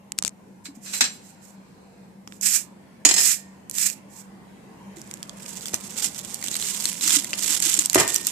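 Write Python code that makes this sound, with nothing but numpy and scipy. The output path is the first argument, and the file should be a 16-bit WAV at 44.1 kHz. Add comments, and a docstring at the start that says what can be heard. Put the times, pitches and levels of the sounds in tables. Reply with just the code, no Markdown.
"""Cutting puff pastry on a metal tray

In a small kitchen, an appliance hums behind: filtered noise plus a narrow, wavering low tone.
Fingers tick and rub on the camera, a knife is picked up, and a pastry is slid round in three pushes;
the second rattles the tray, whose metal sounds as a noisy clatter plus fading sine tones.
The blade then saws through the crust, made of thousands of tiny filtered clicks and single snaps,
and thumps down on the tray. Reflections and a short room tail follow the sounds on the tray.
"""
import sys
import numpy as np
from scipy import signal
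from scipy.fft import rfft, irfft
from scipy.io import wavfile
from scipy.ndimage import uniform_filter1d

SR = 44100
rng = np.random.default_rng(int(sys.argv[2]) if len(sys.argv) > 2 else 0)


def file_out(sig):
    """Save sig as 16-bit WAV at sys.argv[1]."""
    # one column per channel
    cols = np.atleast_2d(sig).T
    # limit, then scale
    lim = np.clip(cols, -1, 1)
    pcm = np.round(lim * 32767).astype(np.int16)
    wavfile.write(sys.argv[1], SR, pcm)


N = 366471  # length in samples


def amp(db):
    """Turns decibels into a gain."""
    return 10 ** (np.asarray(db) / 20)


def unit(x):
    """Scales a signal to an rms of 1."""
    return x / np.sqrt(np.mean(x ** 2) + 1e-20)


def unit_mid(x):
    """Finds the rms of the middle (the left-right average) of a stereo sound."""
    return np.sqrt(np.mean(x.mean(0) ** 2) + 1e-20)


def read(points, hz):
    """Reads a table between its points, along a log-frequency axis."""
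    f, value = np.transpose(points)
    return np.interp(np.log(hz + 1), np.log(f), value)


def add(mix, s, sound):
    """Mixes a stereo sound in at time s."""
    part = mix[:, max(round(s * SR), 0):][:, :sound.shape[1]]
    part += sound[:, :part.shape[1]]


def sides(pan_db):
    """Left and right gains whose mean is 1; left is pan_db louder than right."""
    gains = amp([[pan_db], [0]])
    return gains / gains.mean()


def equal_energy(x):
    """Scales each side of a stereo sound to an energy of 1."""
    return x / np.linalg.norm(x, axis=1, keepdims=True)


def bins(size=1024):
    """Frequencies of a short spectrum."""
    return np.fft.rfftfreq(size, 1 / SR)


def impulse(db):
    """The click that has this spectrum and puts its energy as early as possible (minimum phase)."""
    log_gain = np.log(amp(np.r_[db, db[-2:0:-1]]))
    return irfft(np.exp(np.conj(signal.hilbert(log_gain)))[:len(db)])


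def flake(spectrum_db, own_db=10, octaves=0.15):
    """One fracture: the material's colour plus a resonance at a random pitch, as if set by its size."""
    own_hz = np.exp(rng.uniform(np.log(1800), np.log(13000)))
    resonance = np.exp(-(np.log2((bins() + 1) / own_hz) / octaves) ** 2)
    click = impulse(spectrum_db + own_db * resonance)
    return click / np.linalg.norm(click)


def tear(tear_s, size=400):
    """A crack runs through a flake: a noise burst that swells and dies within a few milliseconds."""
    u = np.arange(size) / SR / tear_s
    return equal_energy(rng.standard_normal((2, size)) * u * np.exp(-u))


def crackle(spectrum, pan_db, per_s, spread_db, clump_db, clump_s, tear_s=0, count=24):
    """A steady stream of tiny fractures in clumps; each of the count kinds has its own pitch and place."""
    drift = unit(uniform_filter1d(rng.standard_normal(N), max(int(clump_s * SR), 1)))
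    clumps = amp(clump_db * np.minimum(drift, 1))
    out = np.zeros((2, N))
    for _ in range(count):
        size = amp(spread_db * np.minimum(rng.exponential(1, N), np.e)) * rng.choice([-1, 1], N)
        happens = rng.random(N) < per_s / count / SR
        grain = flake(read(spectrum, bins()))
        if tear_s:
            grain = np.convolve(grain, tear(tear_s)[0])
        grains = signal.oaconvolve(size * clumps * happens, grain)[:N]
        lag = rng.integers(-2, 7)  # the two sides hear it a few samples apart
        out += [np.roll(grains, lag), grains]
    out *= sides(pan_db)
    return out / unit_mid(out)


def effort(rows):
    """Gain over time from a level curve, silent outside it."""
    s, db = np.transpose(rows)
    return amp(np.interp(np.arange(N) / SR, s, db, left=-np.inf, right=-np.inf))


def pushes(rows, curve, stop_db_per_s):
    """Gain over time of hand movements: each builds up (curve 1 = straight), holds and dies away."""
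    t, power = np.arange(N) / SR, np.zeros(N)
    for start, attack_s, hold_s, db in rows:
        build = np.clip((t - start) / attack_s, 0, 1) ** curve
        fade_db = np.clip(stop_db_per_s * (t - start - attack_s - hold_s), 0, 120)
        power += (build * amp(db - fade_db)) ** 2
    return np.sqrt(power)


def waver(depth_db, patch_hz, patch_s, above_hz, size=1024):
    """Gains by frequency and frame that drift in patches; the deepest bass stays steady."""
    field = rng.standard_normal((size // 2 + 1, N * 4 // size + 8))
    field = uniform_filter1d(field, max(int(patch_hz * size / SR), 1), 0)
    field = unit(uniform_filter1d(field, max(int(patch_s * SR * 4 / size), 1), 1))
    return amp(depth_db * field * np.clip(bins(size) / above_hz, 0, 1)[:, None] ** 2)


# colour of the kitchen's background noise: (f/Hz, relative level/dB)
AIR_COLOUR = [(20, -25.5), (42, -19.5), (71, -17.5), (158, -8.5), (197, -2), (252, -10), (426, -15.5),
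              (503, -15), (719, -18), (974, -17), (1250, -25.5), (2110, -25.5), (3460, -35), (4080, -36),
              (5230, -37), (7910, -36.5), (14500, -45.5)]
# how alike left and right are in the background: (f/Hz, likeness 0-1)
AIR_LIKENESS = [(30, 0.6), (200, 0.79), (1000, 0.05), (3000, 0), (14000, 0)]
# the upper midrange of the background: (t/s, level change/dB)
AIR_MIDRANGE = [(.6, -3.5), (1.2, -0.5), (2.1, -4.5), (2.8, -0.5), (4.6, 0), (5.3, 2.5)]
# slow swell of the background noise: (t/s, level change/dB)
AIR_SWELLING = [(0, -2), (2.199, -1.5), (4.3, 0), (5.2, 3.5), (8.3, 2.5)]


def background(hum_hz=194, hum_width_hz=3, hum_db=-52.5, mids_hz=2300, air_db=-49.5):
    """An appliance fan: soft, unevenly rushing air (shaped noise) and one wavering low tone."""
    hz = np.fft.rfftfreq(N, 1 / SR)
    a, b, c = rfft(rng.standard_normal((3, N)))
    same = np.clip(read(AIR_LIKENESS, hz), 0, 1)
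    right = same * a + np.sqrt(1 - same ** 2) * b
    air = irfft(np.array([a, right]) * amp(read(AIR_COLOUR, hz)), N)
    # the level changes by frequency and over time, frame by frame
    band_hz, frame_s, z = signal.stft(air, SR, nperseg=1024, noverlap=768)
    mids = np.exp(-np.log2((band_hz + 1) / mids_hz) ** 2 / 2)
    z = z * amp(np.outer(mids, np.interp(frame_s, *np.transpose(AIR_MIDRANGE))))
    z = z * waver(depth_db=2.34, patch_hz=180, patch_s=.15, above_hz=340)[:, :z.shape[2]]
    air = signal.istft(z, nperseg=1024, noverlap=768)[1][:, :N]
    # noise in a very narrow band sounds like a wavering tone
    hum = unit(irfft(c / (1 + ((hz - hum_hz) / hum_width_hz) ** 2), N))
    swell = amp(np.interp(np.arange(N) / SR, *np.transpose(AIR_SWELLING)))
    return swell * amp(air_db) * air / unit_mid(air) + amp(hum_db) * hum


# how long the kitchen's tail takes to fall by 60 dB: (f/Hz, t60/s)
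ROOM_DECAY = [(150, 0.89), (1000, 0.39), (4000, 0.36), (8000, 0.064), (14000, 0.16)]


def kitchen(x, early_db=-15, tail_db=-20):
    """Quick reflections off tray and counter, then the short tail of the room, as decaying noise."""
    noise = rng.standard_normal((2, SR // 2))
    t = np.arange(SR // 2) / SR
    early = noise * np.exp(-t / .005) * (t > .001)
    early *= amp(early_db) / np.linalg.norm(early[1])
    hz, frame_s, z = signal.stft(noise * (t > .005), SR, nperseg=256)
    decay = amp(-60 * frame_s / read(ROOM_DECAY, hz)[:, None])
    tail = signal.istft(z * decay, SR, nperseg=256)[1][:, :len(t)]
    tail *= amp(tail_db) / np.linalg.norm(tail[1])
    return signal.fftconvolve(x, early + tail, axes=1)[:, :N]


def sharp_click(colour_db, pan_db, splinter_db, splinter_s, size=600):
    """One sharp click followed by a millisecond or two of splinters."""
    decay = np.exp(-np.arange(size) / SR / splinter_s)
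    force = amp(splinter_db) * rng.standard_normal((2, size)) * decay
    force[:, 0] = 1
    click = signal.fftconvolve(force, flake(colour_db, own_db=2.5)[None], axes=1)
    return sides(pan_db) * equal_energy(click)


# fingers ticking on the camera body: (t/s, relative level/dB, left over right/dB)
FINGER_TICKS = [(0.1188, -13.5, -7), (0.186, -5, 5), (0.2236, -10.5, -18), (0.2353, -23, 6),
                (0.2479, -7, 12), (0.258, -20, 13), (0.264, -19, 12), (0.2772, -10, 12), (0.2914, -26, 1)]
# colour of skin on the camera body: (f/Hz, relative level/dB)
CAMERA_COLOUR = [(200, -10.5), (1200, -12.5), (2500, -10), (4600, -4.5), (6000, -2.5), (7600, 2.5),
                 (9500, -8), (14500, -20)]


def ticks(late_s=0.0015, gain_db=10.5):
    """Very short clicks, too close to the microphone to stir the room."""
    out = np.zeros((2, N))
    for s, db, pan_db in FINGER_TICKS:
        click = sharp_click(read(CAMERA_COLOUR, bins()), pan_db, splinter_db=-7, splinter_s=.0008)
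        add(out, s + late_s, amp(db + gain_db) * click)
    return out


# a fingertip rubbing on the camera body: (start t/s, build-up t/s, steady t/s, level/dB)
FINGER_RUBS = [(.177, .003, 0.0079, -39.5), (.25, 0.011, 0.015, -35.5)]


def rubbing():
    """Skin sticks and slips on the camera body between the ticks: a dense stream of tiny clicks."""
    grit = crackle(CAMERA_COLOUR, 2.4, per_s=2100, spread_db=1.5, clump_db=2.0, clump_s=.003, count=6)
    return pushes(FINGER_RUBS, curve=0.84, stop_db_per_s=1100) * grit


# the knife scraping and clinking as it is picked up: (t/s, relative level/dB, contact decay t/s)
KNIFE_CLINKS = [(.655, -36, 0.015), (.86, -41.5, 0.17), (.935, -30, 0.03), (1.008, -11.5, 0.014),
                (1.041, -25, 0.026)]
# the tones the blade can ring at: (f/Hz, width f/Hz, relative level/dB)
BLADE_MODES = [(1730, 150, -8.5), (2224, 30, -2.5), (2540, 190, -10.5), (3968, 25, 1.5), (4250, 120, -3),
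               (4840, 40, 0), (5130, 27, -0.5), (5892, 34, 2), (7560, 31, 8.5)]


def blade(ring_db=-1, scrape_hz=900, rub_db=-65, rub_hz=2500, grip_width_hz=130):
    """The knife scrapes and clinks off the tray, then sings faintly when rubbed, damped by the grip."""
    hz, t = np.fft.rfftfreq(N, 1 / SR), np.arange(N) / SR
    free = sum(amp(db) / (1 + 2j * (hz - f) / width) for f, width, db in BLADE_MODES)
    # the hand widens every resonance, so it rings for less time
    gripped = sum(amp(db) * width / (width + grip_width_hz + 2j * (hz - f))
                  for f, width, db in BLADE_MODES)
    scrape = amp(read(CLATTER_COLOUR, hz)) * hz / (hz + scrape_hz)
    contact = sum(amp(db) * (t > s) * np.exp(-abs(t - s) / decay_s) for s, db, decay_s in KNIFE_CLINKS)
    rub = amp(rub_db) * np.interp(t, [1.15, 1.8, 2.05, 2.2], [0, 1, 1, 0])
    noise = rng.standard_normal((2, N))
    ringing = free / np.sqrt(np.mean(abs(free) ** 2))
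    clinks = rfft(contact * noise) * (unit(scrape) + amp(ring_db) * ringing)
    singing = rfft(rub * noise) * unit(abs(gripped) / (1 + hz / rub_hz))
    return sides(-1.5) * irfft(clinks + singing, N)


# soft bumps of pastry and hand on the tray; the last row is the tray's deepest tone after the blade thumps
# down: (t/s, relative level/dB, f/Hz)
LOW_BUMPS = [(.685, -33.5, 280), (0.77, -36, 230), (1.013, -30.5, 250), (3.053, -25, 282),
             (4.968, -35, 340), (7.056, -35, 314), (7.165, -25.5, 282), (7.66, -33, 332), (7.78, -30, 307),
             (7.956, -17.5, 314), (7.983, -23, 88.5)]


def bumps(rise_s=0.0023, decay_s=.017):
    """Something soft pushes the tray, or the blade's thump sets the tray's deepest tone going: a few damped low
    cycles."""
    out, t = np.zeros((2, N)), np.arange(SR // 2) / SR
    envelope = (1 - np.exp(-t / rise_s)) * np.exp(-t / decay_s)
    for s, db, hz in LOW_BUMPS:
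        add(out, s, amp(db) * sides(0) * np.sin(2 * np.pi * hz * t) * envelope)
    return out


# the tones the tray rings at: (f/Hz, relative level/dB, t60/s)
TRAY_MODES = [(370, -14, .25), (423, -15, .25), (557, -18, .3), (653, -15, .3), (689, -10, .35),
              (737, -13, .45), (920, -11, .4), (1189, -13, .5), (1835, -5, .8), (2020, -6, .22),
              (2410, -7, .2), (3079, -11, .16), (4185, -3, .2), (4826, -8, .22), (5118, -3, .35),
              (5215, -1, .35), (5274, -2, .3), (6514, 0, .3), (6983, 3, .25), (7448, -5, .3),
              (7907, -4, .3)]
# colour of metal clatter, also used by the knife's scrape: (f/Hz, relative level/dB)
CLATTER_COLOUR = [(50, -27.5), (100, -8), (200, -11), (330, -3.5), (520, -9.5), (720, -9), (1050, -6.5),
                  (1400, -7.5), (2100, -5), (3000, -4), (5000, -6), (7600, -2), (10000, -14),
                  (15000, -26.5)]
# blows on the tray: (t/s, relative level/dB, brightness/dB per octave, clatter decay t/s,
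# relative ringing level/dB, left over right/dB, mode favoured by the spot struck f/Hz)
TRAY_BLOWS = [(3.050, -10.5, 3, 0.014, -1, -4.5, 6983), (3.089, -17, 3.5, 0.013, 2, -4, 2020),
              (3.111, -14, 1.5, 0.01, 1.5, 0.5, 2410), (3.14, -21.5, 5.5, 0.0066, -8, -12, 7900),
              (3.163, -23.5, 4, 0.015, 11, -8, 3079), (3.18, -21, 3.5, 0.029, 6.5, -1.5, 5240),
              (5.737, -25.5, -10.5, 0.0043, -30, -18, 690), (7.337, -14, -1, 0.0014, -24, 3, 1189),
              (7.957, -7.5, -10.5, 0.0062, 0.5, 1.5, 370), (7.978, -14, -7, 0.047, 1, 1.5, 920),
              (7.999, -19, -6, 0.027, 0.5, -5.5, 1835)]


def tray(buzz_db=-25, buzz_s=0.1, modes_db=-22.0, spot_db=11, spot_octaves=0.055):
    """Each blow clatters the sheet metal and leaves its modes ringing; its brightness is its own."""
    out, t = np.zeros((2, N)), np.arange(SR // 2) / SR
    hz, mode_db, t60 = np.transpose(TRAY_MODES)[:, :, None]
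    # while the metal is still in contact, its modes are damped into broad peaks that colour the clatter
    peak_shape = 1 + ((bins(4096) - hz) / (15 + .012 * hz)) ** 2
    peaks_db = (np.where(hz < 1500, 6, 9) / peak_shape).max(0)
    clatter = impulse(read(CLATTER_COLOUR, bins(4096)) + peaks_db)
    clatter /= np.linalg.norm(clatter)
    for s, db, tilt_db, crack_s, ring_db, pan_db, spot_hz in TRAY_BLOWS:
        decay = np.exp(-t / crack_s) + amp(buzz_db) * np.exp(-t / buzz_s)
        contact = rng.standard_normal((2, len(t))) * decay
        rattle = signal.fftconvolve(contact, clatter[None], axes=1)[:, :len(t)]
        # the higher the mode, the more its phase differs between left and right
        phase = rng.uniform(0, 2 * np.pi, hz.shape)
        phase = phase + rng.standard_normal((2, len(hz), 1)) * np.minimum(hz / 1500, 2)
        favoured_db = spot_db * np.exp(-(np.log2(hz / spot_hz) / spot_octaves) ** 2)
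        mode_gain = amp(mode_db + favoured_db - 60 * t / t60)
        ring = (mode_gain * np.sin(2 * np.pi * hz * t + phase)).sum(1)
        blow = sides(pan_db) * (rattle + amp(modes_db + ring_db) * ring)
        # long waves reach both sides alike
        blow[0] += signal.lfilter(*signal.butter(1, 600, fs=SR), blow[1] - blow[0])
        hardness = impulse(tilt_db * np.log2(np.maximum(bins(), 1100) / 2000))
        add(out, s, amp(db) * signal.fftconvolve(blow, hardness[None], axes=1))
    return out


# pastry, hand and knife pushed over parchment: (start t/s, speeding up t/s, steady t/s, relative level/dB)
PARCHMENT_SLIDES = [(.635, 0.017, 0.0037, -46.5), (.74, 0.013, .004, -51), (.8, 0.049, 0.1, -43),
                    (.92, 0.014, 0.05, -33), (1.1, 0.026, 0.027, -50), (1.2, 0.071, 0.039, -52),
                    (1.38, 0.068, 0.06, -52.5), (2.25, 0.099, .02, -52), (2.406, 0.046, .11, -19),
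                    (3.05, 0.22, 0.046, -17), (3.705, 0.14, 0.027, -20), (4.07, 0.096, 0.044, -46.5)]
# colour of crumbs on parchment: (f/Hz, relative level/dB)
PAPER_COLOUR = [(100, -41.5), (600, -40.5), (1000, -31.5), (1700, -17.5), (4000, -17.5), (6000, -8),
                (7100, -3), (7800, 0), (9000, -11.5), (11000, -11), (14500, -15)]


def sliding():
    """Crumbs catch on the parchment so densely that they merge into a grainy hiss."""
    speed = pushes(PARCHMENT_SLIDES, curve=1.48, stop_db_per_s=340)
    hiss = crackle(PAPER_COLOUR, pan_db=-11, per_s=9400, spread_db=-2.0, clump_db=2, clump_s=0.016)
    return amp(-1.0) * speed * hiss


# single flakes and paper creases snapping: (t/s, relative level/dB, left over right/dB, low part level/dB)
FLAKE_SNAPS = [(2.2743, -18.5, -2, 23), (2.322, -21.5, -2.5, 35), (2.4108, -10, -16, -36),
               (3.6962, -12, -6, -10), (3.711, -11.5, -12, -14), (3.751, -13, -6, -9),
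               (3.783, -1.5, -3, -3), (3.8988, -9, -10, -7.5), (4.9686, -26, -8.5, 10),
               (5.015, -19.5, -6, -4.5), (5.111, -15, -3, 5), (5.138, -13, -7, -7), (5.228, -12, -5, 8),
               (5.2936, -16, -12, 11), (5.461, -18, 1, 10), (5.656, -9.5, -1, 5), (5.682, -12, 2, 3),
               (5.7416, 1.5, -2, -4), (6.343, -5, -9, -37), (6.4253, -10.5, -2, 2), (6.4395, -9, -7, -5),
               (6.4717, -12, -12, 4), (6.4822, -7, -5, 2), (6.5133, -7, -7, -7), (6.5532, -6.5, -6, 2),
               (6.5652, -4, -7, -10), (6.6239, -8.5, -3, 13), (6.6707, -12, 3, -5), (6.6854, -10.5, -4, 10),
               (6.8541, 2, 1, 3), (7.009, -7.5, -3, 4), (7.077, -1, 8, 11), (7.094, -2.5, -9, 8),
               (7.105, 1, -3, 4), (7.2442, -5.5, -2, -2), (7.3308, -3.5, -3.5, 25), (7.434, -6, -5, -9),
               (7.6011, -3, -9, 2), (7.6233, 0.5, -1, -9), (7.7399, 2.5, -10, -30), (7.7894, 5, 8, -6),
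               (7.7932, 5.5, -15, -12), (7.8577, 3, -1, -8), (7.8974, 1, -7, -10), (7.9301, -2.5, -7, -7),
               (7.9451, 6, -2, 6), (8.077, -1, 0, -22), (8.143, 2.5, -13, -32), (8.16, 4.5, -6.5, -9),
               (8.268, 4, 1, -54.5)]


def snaps(low_hz=3500, tear_s=0.00048, late_s=0.00093, gain_db=5.5):
    """Larger flakes break one by one, each with its own pitch; more low part makes one sound thicker."""
    out = np.zeros((2, N))
    for s, db, pan_db, low_db in FLAKE_SNAPS:
        colour = read(CRUST_COLOUR, bins()) + low_db / (1 + (bins() / low_hz) ** 2)
        crack = signal.fftconvolve(tear(tear_s), flake(colour, own_db=11)[None], axes=1)
        add(out, s + late_s, amp(db + gain_db) * sides(pan_db) * equal_energy(crack))
    return out


# colour of breaking crust, also used by the single snaps: (f/Hz, relative level/dB)
CRUST_COLOUR = [(100, -26), (300, -13.5), (550, -34), (1000, -18.5), (2000, -13.5), (4000, -9),
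                (6000, -5.5), (7400, 1), (8100, -1), (9300, -10), (11000, -11), (14500, -13.5)]
# strokes of the blade through the crust: (start t/s, bearing down t/s, steady t/s, relative level/dB)
BLADE_STROKES = [(5.73, 0.0064, 0.0042, -30), (5.96, 0.07, 0.023, -25), (6.15, 0.013, 0.02, -36),
                 (6.4, 0.32, 0.19, -31), (7.005, 0.032, 0.066, -23), (7.1, 0.044, 0.016, -19.5),
                 (7.37, 0.089, 0.099, -23.5), (7.615, 0.012, 0.067, -21.5), (7.7, 0.022, 0.12, -28),
                 (7.942, 0.0029, 0.056, -20), (8.08, 0.009, 0.085, -29.5), (8.265, 0.0034, 0.0075, -29)]
# the blade's steady weight, first on the glaze, then in the crust: (t/s, relative level/dB)
BLADE_WEIGHT = [(4.96, -54), (5.34, -60), (5.43, -42), (5.85, -42.5), (6.5, -40.5), (7.3, -38.5),
                (8.31, -37.5)]


def cutting(pan_db=-10):
    """The blade's teeth rasp finely while thin layers break in sparser crackles."""
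    rasp = crackle(CRUST_COLOUR, pan_db, per_s=2400, spread_db=-1.0, clump_db=4.0, clump_s=.012)
    breaks = crackle(CRUST_COLOUR, pan_db, per_s=170, spread_db=4.5, clump_db=6, clump_s=0.013,
                     tear_s=0.00028)
    strokes = pushes(BLADE_STROKES, curve=0.56, stop_db_per_s=333)
    force = np.hypot(effort(BLADE_WEIGHT), strokes)
    # single breaks stand out under a light stroke and sink into the rasp under a hard one
    break_force = force / np.sqrt(1 + force / amp(-41.5))
    return amp(-0.5) * force * rasp + amp(-1.5) * break_force * breaks


def scene():
    """Everything on the tray with its room sound, plus the camera touches and the background."""
    near = bumps() + blade() + tray() + sliding() + snaps() + cutting()
    return background() + kitchen(near) + ticks() + rubbing() + near


def record(dry, bass_hz=45, edge_hz=14700):
    """The small microphone loses deep bass, peaks are cut at full scale, then the top treble is removed."""
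    high_passed = signal.lfilter(*signal.butter(2, bass_hz, "high", fs=SR), dry)
    limited = np.clip(high_passed, -1, 1)
    treble_cut = signal.firwin(201, edge_hz, window=("kaiser", 7), fs=SR)
    return signal.oaconvolve(limited, treble_cut[None], "same")


dry = scene()
out = record(dry)
file_out(out)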